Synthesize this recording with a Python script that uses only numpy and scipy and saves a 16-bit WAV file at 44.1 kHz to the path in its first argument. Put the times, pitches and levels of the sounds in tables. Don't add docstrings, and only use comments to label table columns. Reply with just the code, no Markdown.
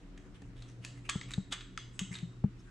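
import sys
import numpy as np
from scipy import signal
from scipy.fft import rfft, irfft
from scipy.io import wavfile

SR = 44100
rng = np.random.default_rng(int(sys.argv[2]) if len(sys.argv) > 2 else 0)


def to_wav(s):
    ch = np.atleast_2d(s).T
    pcm = np.round(np.clip(ch, -1, 1) * 32767)
    wavfile.write(sys.argv[1], SR, pcm.astype(np.int16))


N = 119070

# pitch_hz, level_db (per Hz)
FLOOR_COLOUR = [(11, -33), (18, -4), (91, -5.5), (317, -10), (495, -15), (817, -24.5), (1140, -23.5),
                (2420, -28.5), (4350, -36.5), (7590, -38.5), (14000, -68)]
# time_s, level_db
RUMBLE_LEVEL = [(0.0, -62), (0.61, -52.5), (0.69, -51.5), (0.83, -71), (1.04, -49.5), (1.23, -58.5),
                (1.41, -52), (1.62, -60), (1.98, -55), (2.16, -60.5), (2.56, -56), (2.7, -66)]
# pitch_hz, spread_hz (ring time is 4.9 / spread), level_db (added to DRONE_LEVEL)
DRONE_BANDS = [(38.4, 6.4, 8), (182.2, 9.1, 3.5), (281, 15.6, 1), (368, 4.2, -6.5)]
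# time_s, level_db
DRONE_LEVEL = [(0.0, -62.5), (0.8, -67), (1.02, -64.5), (2.09, -64.5), (2.2, -70.5), (2.7, -67)]
# time_s, level_db
HUM_LEVEL = [(0.0, -64), (0.13, -66), (0.38, -58), (0.56, -53), (0.76, -51), (1.25, -52.5), (1.55, -56.5),
             (2.13, -53.5), (2.29, -49.5), (2.38, -52.5), (2.54, -52), (2.7, -61)]
# pitch_hz, likeness (1 = the same)
LEFT_RIGHT_LIKENESS = [(30, 0.98), (120, 0.75), (280, 0.92), (600, 0.77), (2000, 0.093), (8000, 0.093)]
# pitch_hz, fade_s
ECHO_FADE = [(700, 0.38), (2000, 0.41), (4000, 0.46), (8000, 0.48), (13000, 0.097)]
# pitch_hz, level_db (per Hz)
ECHO_COLOUR = [(300, -17), (600, -10.5), (1200, -11), (2500, -5), (4000, -7), (5700, -10), (7700, 3),
               (9000, -3.5), (11000, -20), (14500, -53)]
# start_s, level_db, webbing_pitch_hz, webbing_fade_s (by 60 dB), build_up_s, frame_db, edge_db
KNOCK_EVENTS = [(0.421, -54.5, 193, 0.23, 0.00092, 7, 5.5),
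                (1.1556, -21.5, 188.7, 0.044, 0.00099, -13, -19.5),
                (1.379, -22, 190, 0.1, 0.00033, -8.5, -19.5),
                (2.012, -22.5, 188.5, 0.099, 0.0055, -37, -26.5), (2.109, -33, 182, 0.12, 0.001, -16, -21),
                (2.226, -24.5, 170, 0.11, 0.0099, -5, -29.5),
                (2.4408, -17.5, 199.5, 0.1, 0.00092, -2.5, -15.5)]
# pitch_hz, level_db (relative), fade_s (by 60 dB)
FRAME_MODES = [(113, -17, 0.0082), (154, 4, 0.05)]
# pitch_hz, level_db (relative), fade_s (by 60 dB)
EDGE_MODES = [(422, -3, 0.045), (587, -2.5, 0.013), (800, -11, 0.039), (1140, -24.5, 0.05)]
# start_s, rise_s, fall_s, level_db, metal_share (0 to 1), favoured_pitch_hz
STROKES = [(0.328, 0.029, 0.019, -66.5, 0.16, 3280), (0.547, 0.021, 0.094, -65, 0.65, 3440),
           (0.659, 0.026, 0.036, -72, 0.17, 5800), (0.808, 0.038, 0.049, -57, 0.62, 2870),
           (0.929, 0.048, 0.029, -66.5, 0.65, 2020), (1.038, 0.014, 0.048, -61, 0.62, 2480),
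           (1.268, 0.026, 0.015, -57, 0.82, 2560), (1.501, 0.026, 0.017, -42, 0.82, 3400),
           (1.92, 0.022, 0.059, -65.5, 0.74, 7740), (2.104, 0.023, 0.048, -58, 0.3, 2010),
           (2.122, 0.026, 0.022, -70.5, 0.8, 3860), (2.112, 0.027, 0.036, -61, 0.44, 7500),
           (2.109, 0.0081, 0.016, -64, 0.5, 6300), (2.561, 0.044, 0.0099, -66, 1, 5560),
           (2.65, 0.031, 0.047, -75, 0, 1620)]
# pitch_hz, level_db (per Hz)
WEBBING_COLOUR = [(530, -49), (900, 1.5), (964, 2.5), (2440, 1.5), (2740, -1.5), (3180, -9), (9920, -9),
                  (14000, -54)]
# pitch_hz, level_db (relative), fade_s (by 60 dB)
BAR_MODES = [(1170, -20, 0.09), (1382, -3, 0.013), (1810, -5, 0.0079), (2150, -12, 0.011),
             (2594, -16, 0.0056), (2953, -14, 0.01), (3320, -23, 0.072), (3770, -10.5, 0.0087),
             (4060, -29.5, 0.017), (4620, -8.5, 0.0038), (5320, -15.5, 0.011), (6407, -7.5, 0.007),
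             (6800, -18.5, 0.0049), (7828, -8, 0.0051)]
# start_s, level_db, below_2khz_db, above_5khz_db, chatter_s,
# click_pitch_hz (favoured), ring_db, ring_pitch_hz (favoured)
CONTACTS = [(0.176, -39, -17, -8.5, 0.0032, 2150, 2, 2150),
            (0.4198, -45.5, -8, -2, 0.0035, 1810, -11.5, 1810),
            (0.6223, -43, -17, -3.5, 0.0046, 3940, 3, 4000), (0.841, -43, -3, -23, 0.0029, 2170, 4, 2700),
            (0.848, -28.5, -8, 0.5, 0.0026, 2520, 3.5, 4160),
            (1.0915, -27, 0.5, -22, 0.0023, 2470, 8, 1170),
            (1.0941, -18, -5, 0.5, 0.0047, 2470, -0.5, 3320),
            (1.2126, -29.5, -16, -9.5, 0.00042, 1950, 8.5, 1960),
            (1.2138, -31.5, 4, -12, 0.0013, 2000, 2, 2300), (1.3074, -35, -3, -4.5, 0.0032, 2400, 4, 2460),
            (1.3154, -39.5, -13, -1.5, 0.0046, 2400, 7, 3950),
            (1.3364, -24, -9.5, -6, 0.0046, 3720, -5, 4040), (1.5206, -30, -3, -9, 0.0094, 3670, 8, 3440),
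            (1.524, -21.5, -9.5, -3.5, 0.0095, 3450, -8, 3560),
            (1.5355, -29, -3, -27, 0.0023, 3460, 5, 1700), (1.542, -45, -13, -53, 0.0017, 2500, -1, 2420),
            (1.608, -36, -27, -13, 0.0065, 3300, 5.5, 3350),
            (1.7755, -13.5, -8, -9.5, 0.0012, 1296, 0, 3600),
            (1.9923, -27.5, -4.5, 0, 0.005, 3040, 2, 3180),
            (2.1444, -34.5, -20, -21, 0.003, 3900, -1.5, 3900),
            (2.1534, -35.5, -5, -18.5, 0.0048, 3770, 7, 3750),
            (2.187, -31, -8, -11, 0.0019, 3850, -4, 3960)]
# pitch_hz, level_db (per Hz)
CLICK_COLOUR = [(300, -33), (800, -40), (1200, 16), (2500, 8.5), (4000, 4), (5700, 2.5), (7000, 9.5),
                (9500, -1.5), (12000, -24), (15000, -44)]

FLOOR_DB, FLOOR_PATCHY_DB, RUMBLE_REFERENCE_DB = -55.5, 1.5, -60.5
MURMUR_START_DB, MURMUR_END_DB = -1, -6.5
HUM_HZ, HUM_WANDER_HZ, HUM_WAVER_DB, HUM_PAN_DB = 120.05, 1.48, 2.5, 0.5
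ECHO_DB, ECHO_RISE_S, ECHO_ALIKE = -1.5, 0.0017, 0.8
PUSH_S, KNOCK_LOW_HZ, KNOCK_PAN_DB = 0.0037, 78.5, 2.95
RUB_GRAINS_PER_S, RUB_ALIKE, RUB_METAL_DB = 8100, 0.41, -5.0
RUB_FAVOUR_DB, RUB_FAVOUR_Q = 15, 9
BAR_DB = -15
BAR_SPREAD_DB, BAR_DETUNE = 2, 0.007
CHATTER_PER_S, CHATTER_ALIKE = 3200, 0.9
CHATTER_FORCE_DB = -16
CONTACT_S = 0.00012
CLICK_FAVOUR_DB, CLICK_FAVOUR_Q = 10.5, 11
RING_FAVOUR_DB, RING_FAVOUR_Q = 7.5, 9
CLICK_DB, METAL_DB, BUCKLE_PAN_DB = -12.0, 0.5, 0.2
METAL_LOW_HZ = 910
MIC_LOW_HZ, MIC_HIGH_HZ, CUTOFF_HZ = 22.3, 11600, 15400


def amp(db):
    return 10 ** (np.asarray(db) / 20)


def rms_one(x):
    return x / np.sqrt(np.mean(x ** 2) + 1e-20)


def at_hz(points, hz):
    pitches, values = np.array(points).T
    return np.interp(np.log(np.maximum(hz, 1)), np.log(pitches), values, left=values[0])


def in_time(curve):
    return np.interp(np.arange(N) / SR, *np.transpose(curve))


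def pan(x, db):
    return x * amp([[db / 2], [-db / 2]])


def stereo(mid, side, alike):
    alike = np.clip(alike, 0, 1)
    return np.sqrt(1 + alike) * mid + np.sqrt(1 - alike) * side * [[1], [-1]]


def drift(rate):
    step = 40
    r = np.exp(-2 * np.pi * rate * step / SR)
    noise = rng.standard_normal(N // step + 2002)
    slow = signal.lfilter([1], [1, -2 * r, r * r], noise)[2000:]
    return np.interp(np.arange(N) / step, np.arange(len(slow)), rms_one(slow))


def ring(x, hz, t60):
    r = amp(-60 / (t60 * SR))
    w = 2 * np.pi * hz / SR
    return signal.lfilter([0, np.sin(w)], [1, -2 * r * np.cos(w), r * r], x + 1e-18)


def favour(x, hz, added_db, q):
    return x + amp(added_db) * signal.lfilter(*signal.iirpeak(hz, q, fs=SR), x)


def colour(x, spectrum):
    log_gain = at_hz(spectrum, np.linspace(0, SR / 2, 1025)) * np.log(10) / 20
    cepstrum = irfft(log_gain)
    cepstrum[1:1024] *= 2
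    cepstrum[1025:] = 0
    h = irfft(np.exp(rfft(cepstrum)))
    h = h / np.linalg.norm(h)
    return signal.oaconvolve(x, h[None], axes=-1)[..., :x.shape[-1]]


def grains(count, per_s, spread_db):
    size = amp(spread_db * np.minimum(rng.exponential(1, count), 4))
    signed = size * rng.choice([-1, 1], count)
    return rms_one(signed * (rng.random(count) < per_s / SR))


def bands():
    edges = 16 * 2 ** np.arange(0, 10.1, 0.5)
    for low, high in zip(edges, edges[1:]):
        yield np.sqrt(low * high), signal.butter(2, [low, high], "band", fs=SR, output="sos")


def noise_floor():
    white, floor = rng.standard_normal((2, 2, N)), 0
    for k, (hz, sos) in enumerate(bands()):
        gain = amp(at_hz(FLOOR_COLOUR, hz) + FLOOR_PATCHY_DB * drift(8.1))
        if hz < 75:
            gain = gain * amp(in_time(RUMBLE_LEVEL) - RUMBLE_REFERENCE_DB)
        if 400 < hz < 1000:
            gain = gain * amp(np.linspace(MURMUR_START_DB, MURMUR_END_DB, N))
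        mid, side = signal.sosfilt(sos, white[k % 2])
        floor = floor + gain * stereo(mid, side, at_hz(LEFT_RIGHT_LIKENESS, hz))
    return amp(FLOOR_DB) * rms_one(floor)


def drones():
    out = np.zeros((2, N))
    for hz, spread, db in DRONE_BANDS:
        mid, side = ring(rng.standard_normal((2, N)), hz, 4.9 / spread)
        tone = rms_one(stereo(mid, side, at_hz(LEFT_RIGHT_LIKENESS, hz)))
        out += amp(db + in_time(DRONE_LEVEL)) * tone
    return out


def mains_hum():
    pitch = HUM_HZ + HUM_WANDER_HZ * drift(5.26)
    hum = np.sqrt(2) * np.sin(2 * np.pi * np.cumsum(pitch) / SR)
    return pan(amp(in_time(HUM_LEVEL) + HUM_WAVER_DB * drift(15)) * hum, HUM_PAN_DB)


def garage(force):
    t = np.arange(SR) / SR
    white, tail = rng.standard_normal((2, 2, SR)), 0
    for k, (hz, sos) in enumerate(bands()):
        if hz > 400:
            mid, side = signal.sosfilt(sos, white[k % 2])
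            tail = tail + stereo(mid, side, ECHO_ALIKE) * amp(-60 * t / at_hz(ECHO_FADE, hz))
    tail = colour(tail * (1 - np.exp(-t / ECHO_RISE_S)), ECHO_COLOUR)
    tail = tail / np.linalg.norm(tail[0])
    return amp(ECHO_DB) * signal.fftconvolve(tail, force[None], axes=1)[:, :N]


def knocks():
    out, t = np.zeros(N), np.arange(8000) / SR
    push = np.sin(np.pi * np.minimum(t / PUSH_S, 1)) / (PUSH_S * SR / 2)
    for s, db, hz, t60, build, frame_db, edge_db in KNOCK_EVENTS:
        twang = ring(push, hz, t60)
        frame = sum(amp(g + frame_db) * ring(push, f, d) for f, g, d in FRAME_MODES)
        edge = sum(-amp(g + edge_db) * ring(t == 0, f, d) for f, g, d in EDGE_MODES)
        build_up = 1 - np.exp(-t / build)
        i = int(s * SR)
        out[i:i + len(t)] += amp(db) * ((twang + frame) * build_up + edge)
    no_bass = signal.butter(2, KNOCK_LOW_HZ, "high", fs=SR, output="sos")
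    return pan(signal.sosfilt(no_bass, out + 1e-18), KNOCK_PAN_DB)


def bar(force, chance=np.zeros((len(BAR_MODES), 2))):
    out = 0
    for (hz, db, t60), (louder, sharper) in zip(BAR_MODES, chance):
        mode = ring(force, hz * (1 + BAR_DETUNE * sharper), t60)
        out = out + amp(db + BAR_SPREAD_DB * louder) * mode
    return amp(BAR_DB) * out


def strap():
    t, cloth, metal = np.arange(N) / SR, np.zeros((2, N)), np.zeros(N)
    mid = grains(N, RUB_GRAINS_PER_S, spread_db=3.0)
    side = grains(N, RUB_GRAINS_PER_S, spread_db=4.0)
    fibres = stereo(mid, side, RUB_ALIKE) * amp(2.0 * drift(130))
    for s, rise, fall, db, share, hz in STROKES:
        span = slice(int(s * SR), int((s + 0.3) * SR))
        u = t[span] - s - rise
        swell = np.clip(1 + u / rise, 0, 1) ** 2
        stroke = amp(db) * np.where(u < 0, swell, np.exp(-np.maximum(u, 0) / fall))
        rub = favour(fibres[:, span] * stroke, hz, RUB_FAVOUR_DB, RUB_FAVOUR_Q)
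        cloth[:, span] += (1 - share) * rub
        metal[span] += share * rub.mean(0)
    metal = amp(RUB_METAL_DB) * bar(metal)
    return colour(cloth, WEBBING_COLOUR) + metal, cloth.mean(0) + metal


def buckle():
    crack, force, metal = np.zeros((2, N)), np.zeros(N), np.zeros(N)
    t = np.arange(3500) / SR
    no_low = signal.butter(2, 2000, "high", fs=SR, output="sos")
    no_high = signal.butter(2, 5000, "low", fs=SR, output="sos")
    for s, db, low_db, high_db, length, hz, ring_db, ring_hz in CONTACTS:
        mid, side = (grains(len(t), CHATTER_PER_S, spread_db=0.0) for _ in range(2))
        burst = stereo(mid, side, CHATTER_ALIKE) * np.exp(-t / length)
        burst[:, 0] = 0.58
        blow = 0.25 * np.exp(-t / CONTACT_S) * np.cos(2 * np.pi * 5000 * t)
        blow = blow + amp(CHATTER_FORCE_DB) * burst.mean(0)
        touch = amp(db) * np.vstack([burst, blow])
        for sos, part_db in ((no_low, low_db), (no_high, high_db)):
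            kept = signal.sosfilt(sos, touch)
            touch = kept + amp(part_db) * (touch - kept)
        push = amp(ring_db) * favour(touch[2], ring_hz, RING_FAVOUR_DB, RING_FAVOUR_Q)
        chance = np.clip(rng.standard_normal((len(BAR_MODES), 2)), -1.5, 1.5)
        start = int(s * SR)
        span = slice(start, start + len(t))
        crack[:, span] += amp(CLICK_DB) * favour(touch[:2], hz, CLICK_FAVOUR_DB, CLICK_FAVOUR_Q)
        force[span] += push
        metal[span] += bar(push, chance)
    metal = signal.sosfilt(signal.butter(3, METAL_LOW_HZ, "high", fs=SR, output="sos"), metal)
    clicks = colour(crack, CLICK_COLOUR) + amp(METAL_DB) * metal
    return pan(clicks, BUCKLE_PAN_DB), force + metal


def scene():
    clicks, hits = buckle()
    rustle, rubs = strap()
    room = noise_floor() + drones() + mains_hum()
    return room + garage(hits + 0.2 * rubs) + knocks() + rustle + clicks


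def record(dry):
    mic_band = signal.butter(2, [MIC_LOW_HZ, MIC_HIGH_HZ], "band", fs=SR, output="sos")
    top_cut = signal.cheby2(12, 70, CUTOFF_HZ, fs=SR, output="sos")
    return signal.sosfilt(top_cut, signal.sosfilt(mic_band, dry))


dry = scene()
out = record(dry)
to_wav(out)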